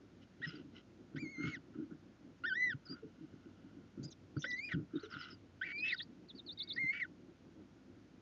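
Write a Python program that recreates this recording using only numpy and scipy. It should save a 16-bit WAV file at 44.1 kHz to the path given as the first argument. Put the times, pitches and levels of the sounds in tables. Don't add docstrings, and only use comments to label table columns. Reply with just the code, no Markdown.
import sys
import numpy as np
from scipy import signal
from scipy.fft import rfft, irfft, next_fast_len
from scipy.io import wavfile
from scipy.ndimage import uniform_filter1d

SR = 44100
rng = np.random.default_rng(int(sys.argv[2]) if len(sys.argv) > 2 else 0)


def pcm_store(signal):
    levels = np.round(np.clip(np.atleast_2d(signal), -1, 1) * 32767)
    wavfile.write(sys.argv[1], SR, levels.astype(np.int16).T)


N = 362061
TIME = np.arange(N) / SR

# start in seconds, peak level in dB, centre of the thud in Hz, width of its
# filter in Hz, scuff length in seconds.
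FOOTFALLS = [(.463, -40, 187, 350, 0.034), (0.528, -42.5, 356, 400, 0.062), (1.145, -35, 225, 345, 0.053),
             (1.22, -36, 274, 300, 0.051), (1.377, -33.5, 298, 302, 0.055), (1.437, -31, 222, 343, 0.027),
             (1.473, -34, 172, 298, 0.031), (1.746, -40.5, 276, 246, 0.043),
             (1.783, -33.5, 286, 218, 0.053), (1.908, -41.5, 260, 353, .039),
             (2.74, -36.5, 152.8, 112.8, 0.012), (2.893, -40.5, 261, 126, 0.043),
             (3.023, -42, 432, 70, 0.031), (3.227, -45, 256, 199, 0.02), (3.762, -44.5, 266, 150, 0.037),
             (3.972, -37, 216, 364, 0.063), (4.027, -41, 139, 131, .036), (4.363, -30, 240, 433, 0.022),
             (4.439, -43.5, 538, 90, 0.015), (4.736, -29, 165, 246, 0.043), (4.773, -35, 169, 276, 0.048),
             (4.933, -35.5, 298, 159, 0.027), (4.953, -31.5, 320, 157, 0.017),
             (5.029, -41, 441, 79.6, 0.033), (6.833, -40, 193, 152, .019)]
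# pitch in Hz, width in Hz, relative level in dB.
WALL_RESONANCES = [(1417, 200, 5), (2037, 100, -2), (2927, 510, -3), (4000, 180, -10.5), (5170, 740, -16.5)]
# pitch in Hz, gain in dB.
BOX_RESPONSE = [(600, -7.5), (1150, -14.5), (1400, 4), (1520, 5.5), (1670, -6.5), (1820, 3.5), (2000, 6),
                (2300, -6), (2600, -1), (3100, -1.5), (3700, -1.5), (4300, -9.5), (4800, -4.5),
                (7000, -9.5)]


def undb(db):
    return 10 ** (np.asarray(db) / 20)


def unit(x):
    return x / np.sqrt(np.mean(x ** 2) + 1e-24)


def add(out, s, x):
    i = max(int(s * SR), 0)
    out[i:i + len(x)] += x[:max(N - i, 0)]


def band(x, hz, width):
    b, a = signal.iirpeak(hz, hz / width, fs=SR)
    return signal.lfilter(b, a, x)


def flutter(size, hz):
    lowpass = signal.butter(4, hz, fs=SR, output="sos")
    motion = signal.sosfilt(lowpass, rng.standard_normal(size + 2048))
    return unit(motion[-size:])


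def colour(x, points):
    hz, db = np.transpose(points)
    size = next_fast_len(N + SR // 2) * 2
    f = np.arange(size // 2 + 1) * SR / size
    gain_db = np.interp(np.log(f + 1), np.log(hz), db)
    cepstrum = irfft(np.log(undb(gain_db)))
    cepstrum[1:size // 2] *= 2
    cepstrum[size // 2 + 1:] = 0
    response = np.exp(rfft(cepstrum))
    return irfft(rfft(x, size) * response)[:N]


def scatter(spans, per_s):
    rows = []
    for start, end, db in spans:
        count = max(int(round((end - start) * per_s)), 1)
        for k, (u, v) in enumerate(rng.random((count, 2))):
            s = start + (end - start) * (k + u) / count
            rows.append((s, db + 2 * (2 * v - 1)))
    return rows


def syrinx(t, hz, rough, overtone_db, third_db=-5, chaos_hz=700, jitter=0.0056, rasp_db=-21,
           undertone_db=-15):
    size, rough = len(t), np.clip(rough, 0, 1)
    hz = uniform_filter1d(hz, size=440, mode="nearest")
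    hz = hz * (1 + jitter * flutter(size, 110))
    phase = 2 * np.pi * np.cumsum(hz) / SR

    chaos = (flutter(size, chaos_hz) + 1j * flutter(size, chaos_hz)) / np.sqrt(2)
    swing = np.sqrt(1 - rough ** 2) + rough * chaos
    loose = phase + 1.1 * rough * flutter(size, 300)
    overtones = np.exp(2j * loose) + undb(third_db) * np.exp(3j * loose)
    partials = np.exp(1j * phase) + undb(overtone_db) * overtones

    rasp = undb(rasp_db) * rough * unit(band(flutter(size, 10000), 4200, 3000))
    low_noise = band(band(rng.standard_normal(size), 660, 220), 660, 220)
    buzz = undb(undertone_db) * rough ** 2 * unit(low_noise)
    edges = np.clip(np.minimum(t - t[0], t[-1] - t) / 0.0013, 0, 1)
    return (np.imag(swing * partials) + rasp + buzz) * edges


def note(hz, db, rough, overtone_db=-30, quaver=0.022):
    size = len(hz)
    swell = np.abs(np.sin(np.linspace(0, np.pi, size))) ** 0.23
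    hz = hz * (1 + quaver * rough * flutter(size, 200))
    voice = syrinx(np.arange(size) / SR, hz, rough, overtone_db, third_db=-29.5)
    return undb(db) * swell * voice


def arch(length, first_hz, last_hz, bow):
    u = np.linspace(0, 1, int(length * SR))
    return (first_hz + (last_hz - first_hz) * u) * (1 + bow * np.sin(np.pi * u))


def background(rumble_db=-61, waver_db=3.0, wall_db=-83, hum_db=-78):
    # pitch in Hz, relative level in dB per Hz.
    rumble_shape = [(18, -59.5), (30, -30.5), (42, -27), (70, -28), (91, 0), (134, -7.5), (181, -2.5),
                    (213, -4), (256, -1.5), (362, -5), (388, -12), (524, -16), (870, -24), (2630, -30),
                    (7430, -38.5), (9660, -62), (16300, -120)]
    noise = undb(rumble_db) * unit(colour(rng.standard_normal(N), rumble_shape))
    wall_hz, wall_width_hz, _ = WALL_RESONANCES[0]
    wall = undb(wall_db) * unit(band(rng.standard_normal(N), wall_hz, wall_width_hz))
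    hum = undb(hum_db) * unit(np.sin(2 * np.pi * 60 * TIME))
    waver = band(noise, 320, 310) * (undb(waver_db * flutter(N, 7.9)) - 1)
    return noise + wall + hum + waver


def feathers_and_claws(grain_db=3.0):
    # middle in seconds, half length in
    # seconds, rms level in dB before the swell and the echoes, gain of the upper resonances in dB.
    rubs = [(0.231, 0.0099, -68, 13), (0.485, 0.037, -54.5, 5), (0.56, 0.034, -61.5, 3),
            (0.775, 0.021, -61.5, 10), (1.453, 0.038, -52, -13), (1.483, 0.025, -53.5, 3),
            (1.752, 0.0083, -61, -17), (1.923, 0.009, -62.5, -25), (2.932, 0.038, -58.5, -11.5),
            (3.45, 0.34, -77, -2.5), (4.369, 0.0029, -52, -20), (4.983, 0.038, -60, -13.5),
            (5.048, .015, -55, -4.5), (5.15, 0.029, -49, -7), (5.24, .05, -52, 1.5)]
    claw_db, claw_treble_db = -36.5, -12
    out = np.zeros(N)
    claws = [(s + length / 2, length / 2, db + claw_db, claw_treble_db)
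             for s, db, _, _, length in FOOTFALLS]
    for s, half, db, treble_db in rubs + claws:
        t = np.arange(-3 * half, 3 * half, 1 / SR)
        slips = rng.standard_normal(len(t)) * undb(grain_db * flutter(len(t), 170))
        low, *high = (undb(gain_db) * band(band(slips, hz, width), hz, width)
                      for hz, width, gain_db in WALL_RESONANCES)
        rub = unit(low + undb(treble_db) * sum(high))
        swell = np.exp(-np.abs(t / half) ** 1.92 / 2)
        add(out, s + t[0], undb(db) * rub * swell)
    return out


def steps(grit=0.1, push_s=0.0012, low_hz=85, high_hz=470):
    # pitch in Hz, time to fade by 60 dB in seconds,
    # relative level in dB.
    boards = [(103, .1, -28.5), (148.5, 0.08, 4.5), (174, 0.06, 1), (245, 0.047, -2.5), (287.1, 0.06, 7),
              (310, 0.1, -3.5), (428, 0.11, -21), (561, 0.089, -11)]
    # start in seconds, end in seconds, middle peak level in dB.
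    shuffle_spans = [(.37, .66, -46), (1.55, 1.72, -45), (2.78, 3.7, -46.5), (5.12, 5.35, -46)]
    shuffle_per_s, shuffle_hz, shuffle_width_hz, shuffle_s = 7, 269, 280, 0.03
    firm_db, firm_scuff, scuff_slope = -30.5, .28, 0.23
    out, t = np.zeros(N), np.arange(SR // 3) / SR
    ring = sum(undb(db - 60 * t / t60) * np.sin(2 * np.pi * hz * t) for hz, t60, db in boards)
    muffle = signal.butter(3, [low_hz, high_hz], "band", fs=SR, output="sos")
    ring = signal.sosfilt(muffle, ring)
    push = t / push_s * np.exp(-t / push_s)
    shuffles = [(s, db, shuffle_hz, shuffle_width_hz, shuffle_s)
                for s, db in scatter(shuffle_spans, shuffle_per_s)]
    for s, db, hz, width, length in FOOTFALLS + shuffles:
        scuff = firm_scuff * undb(scuff_slope * (firm_db - db))
        scrape = rng.standard_normal(len(t)) * np.exp(-(t / length) ** 2)
        force = push / push.sum() + grit * scuff * scrape
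        thud = signal.fftconvolve(force, ring)[:len(t)]
        thud = band(band(thud, hz, width), hz, width)
        add(out, s, undb(db) * thud / np.abs(thud).max())
    return out


def twitter(wander=0.23):
    # start in seconds, length in seconds, pitch at the ends in Hz,
    # upward bow as a share of pitch, level in dB before the box.
    peeps = [(0.417, .048, 1531, .27, -43.5), (6.002, 0.0093, 1787, 0.033, -44),
             (6.579, .18, 2148, .03, -64)]
    # start in seconds, length in seconds, first pitch in Hz, last pitch in Hz,
    # level in dB before the box, roughness (the voice treats anything above 1 as 1).
    squeaks = [(0.468, 0.032, 5100, 4730, -47, 0.16), (0.554, 0.015, 4700, 4400, -54, .1),
               (2.854, .027, 5060, 4200, -50, 0.17), (2.885, 0.062, 4490, 4660, -43.5, 0.06),
               (4.03, 0.036, 4370, 4930, -47.5, 0.34), (4.029, 0.028, 6000, 7130, -48, 1.2),
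               (4.103, 0.03, 6700, 4920, -51.5, 0.54), (4.076, 0.021, 4770, 4550, -55.5, 0.4),
               (4.111, 0.024, 4090, 3350, -56.5, 0.5), (4.367, 0.022, 4450, 4400, -53.5, 0.14),
               (4.392, 0.045, 6050, 5400, -46.5, 0.6), (4.419, 0.027, 3406, 3430, -46, 0.54),
               (4.441, 0.034, 4520, 5700, -53, 0.34), (4.502, 0.018, 5150, 3270, -43.5, 0.26),
               (4.526, 0.024, 3660, 3950, -59, 0.1), (4.58, 0.014, 4770, 3300, -55, .2),
               (5.02, 0.047, 4210, 3300, -57, 0.17), (4.954, 0.023, 3630, 3500, -52.5, 0.28),
               (4.992, 0.022, 3560, 4570, -53, 0.24), (5.101, .06, 5400, 3300, -53.5, 0.4),
               (5.189, 0.062, 5320, 3790, -50.5, 0.3), (5.301, 0.028, 5270, 4290, -51, 0.3),
               (5.307, 0.046, 5180, 4580, -55, 0.1), (5.029, 0.012, 6100, 5400, -57, .2),
               (6.349, 0.038, 4440, 4280, -53, 0.17), (6.753, 0.026, 5000, 3800, -48, 0.27)]
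    # start in seconds, end in seconds,
    # middle level in dB before the box.
    squabbles = [(4.43, 4.6, -52.5), (5.02, 5.1, -64)]
    peep_rough, peep_overtone_db, squeak_bow = .2, -11.5, .06
    squabble_per_s, squabble_hz, squabble_note_s = 30, 4400, 0.026
    out = np.zeros(N)
    for s, length, hz, bow, db in peeps:
        add(out, s, note(arch(length, hz, hz, bow), db, peep_rough, peep_overtone_db))
    for s, length, first, last, db, rough in squeaks:
        add(out, s, note(arch(length, first, last, squeak_bow), db, rough))
    for s, db in scatter(squabbles, squabble_per_s):
        first, last = squabble_hz * np.exp(wander * rng.standard_normal(2))
        glide = arch(squabble_note_s, first, last, squeak_bow)
        add(out, s - squabble_note_s / 2, note(glide, db, rough=.3))
    return out


def chitter():
    # start in seconds, fall in seconds, rise in seconds, lowest pitch in Hz,
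    # level in dB before the box, roughness 0-1. A rise near 0 cuts the note off at the bottom.
    chitter_notes = [(5.78, .019, 0.011, 3890, -42.5, .07), (5.882, 0.019, .05, 3420, -40, 0.37),
                     (5.975, 0.026, 0.034, 3180, -39.5, 0.22), (6.285, 0.03, 0.0013, 3120, -48.5, .1),
                     (6.377, 0.028, 0.00046, 3300, -46.5, 0.12), (6.463, 0.039, 0.033, 3450, -42, 0.06),
                     (6.587, 0.023, 0.031, 3290, -35.5, .05), (6.687, 0.026, .028, 3305, -37, .06)]
    first_hz, last_hz = 4570, 4860
    catch_s, catch_hz, catch_db, loud_db = 0.013, 3750, -10.5, -41
    out = np.zeros(N)
    for s, fall, rise, low_hz, db, rough in chitter_notes:
        t = np.arange(0, fall + rise, 1 / SR)
        glide = np.interp(t, [0, fall, fall + rise], [first_hz, low_hz, last_hz])
        add(out, s, note(glide, db, rough))
        if db > loud_db:
            catch = np.full(int(catch_s * SR), catch_hz)
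            add(out, s - catch_s, note(catch, db + catch_db, rough))
    return out


def begging(voice_db=2.0, scoop_bend=1.9, drop_bend=1.3):
    # time in seconds, pitch in Hz,
    # level at the microphone in dB before voice_db and the trim.
    holds = [
        [(1.192, 2280, -58), (1.212, 2400, -51.5), (1.274, 2090, -50), (1.312, 2233, -57), (1.366, 2069, -49.5),
         (1.466, 2160, -46), (1.48, 2250, -52.5), (1.535, 2165, -49.5)],
        [(2.468, 1850, -36.5), (2.486, 1797, -36), (2.498, 1590, -38.5), (2.528, 1489, -36),
         (2.57, 1947, -38.5), (2.644, 2031, -30), (2.69, 1923, -40.5)],
        [(4.47, 2004, -45), (4.538, 1952, -39), (4.57, 2022, -47), (4.594, 2130, -40), (4.612, 2261, -52.5),
         (4.652, 2475, -42.5), (4.696, 2383, -51.5), (4.705, 2110, -48)],
        [(5.645, 2220, -47.5), (5.663, 2395, -49.5), (5.691, 2180, -44), (5.803, 2450, -43),
         (5.837, 2550, -37.5), (5.893, 2670, -37.5), (5.905, 2520, -43)],
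        [(6.793, 2130, -39), (6.817, 2126, -37), (6.855, 2050, -35.5), (6.901, 2123, -34.5), (6.935, 2250, -46),
         (6.945, 2237, -43.5), (6.995, 2325, -50.5), (7.01, 2197, -41)],
    ]
    # scoop in seconds, drop in seconds, opening pitch in Hz,
    # opening level in dB, drop level in dB (both before the box), trim of the held part in dB,
    # base level of the second partial in dB, third partial against the second in dB.
    call_shapes = [(.034, 0.039, 1520, -48, -45, -1, -5.5, -2.5),
                   (.032, .046, 1370, -36.5, -35, -.5, -13.5, -6),
                   (0.03, .047, 1500, -36.5, -39.5, 0.5, -7, -9.5),
                   (.033, 0.046, 1500, -36.5, -33.5, 0, -13, -17),
                   (.031, 0.046, 1800, -42.5, -38, -0.1, -17.5, -13)]
    # start in seconds, end in seconds, roughness 0-1.
    rasps = [(1.153, 1.182, 0.54), (1.421, 1.567, 0.25), (4.44, 4.454, 0.52), (4.69, 4.733, 0.77),
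             (5.641, 5.726, 0.46), (5.839, 5.926, 0.33), (6.926, 7.013, 0.42)]
    slack_hz = 1361
    accent_s, fade_s, fade_db = .009, 0.025, -13.5
    held_rough, slack_rough = 0.02, 0.18
    break_s, rasp_dull_db = .008, -7.5
    tremble_db, tremble_hz = 1.5, 70
    out = np.zeros(N)
    box_hz, box_db = np.transpose(BOX_RESPONSE)
    for hold, shape in zip(holds, call_shapes):
        scoop_s, drop_s, first_hz, open_db, drop_db, trim_db, overtone_db, third_db = shape
        s, held_hz, heard_db = np.transpose(hold)
        start, end = s[0] - scoop_s, s[-1] + drop_s
        t = np.arange(start, end, 1 / SR)
        scoop = 1 - np.clip((t - start) / scoop_s, 0, 1) ** scoop_bend
        drop = np.clip((t - s[-1]) / drop_s, 0, 1) ** drop_bend
        hz = np.interp(t, s, held_hz) * (1 - scoop - drop) + first_hz * scoop + slack_hz * drop

        box_gain_db = np.interp(np.log(held_hz), np.log(box_hz), box_db)
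        effort_db = heard_db + voice_db + trim_db - box_gain_db
        db = np.interp(t, [start, start + accent_s, *s, end - fade_s, end],
                       [open_db - 7, open_db, *effort_db, drop_db, drop_db + fade_db])
        db = db + tremble_db * flutter(len(t), tremble_hz)

        rough = held_rough + slack_rough * (scoop + drop) ** 2
        for a, b, harsh in rasps:
            inside = np.clip(.5 + np.minimum(t - a, b - t) / break_s, 0, 1)
            rough = np.maximum(rough, harsh * inside)
        slack_db = 11 * np.log2(2000 / hz)
        bright_db = overtone_db + slack_db + rasp_dull_db * np.sqrt(rough)
        add(out, start, undb(db) * syrinx(t, hz, rough, bright_db, third_db))
    return out


def nest_box(x, wet_db=-19):
    # delay in seconds, gain as a plain factor.
    reflections = [(.0021, 0.058), (.0047, 0.2), (.0079, .15)]
    t = np.arange(SR // 6) / SR
    t60 = .1
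    tail = rng.standard_normal(len(t)) * undb(-60 * t / t60)
    echoes = sum(gain * np.interp(TIME - delay, TIME, x) for delay, gain in reflections)
    ring = signal.fftconvolve(x, tail / np.linalg.norm(tail))[:N]
    return x + echoes + undb(wet_db) * ring


def scene():
    voices = begging() + twitter() + chitter()
    inside = colour(voices, BOX_RESPONSE) + feathers_and_claws()
    return (nest_box(inside) + steps() + background())[None]


def record(dry, top_hz=7200, hiss_db=-96):
    lowpass = signal.butter(12, top_hz, fs=SR, output="sos")
    narrow = signal.sosfiltfilt(lowpass, dry)
    return narrow + undb(hiss_db) * flutter(N, 11000)


dry = scene()
out = record(dry)
pcm_store(out)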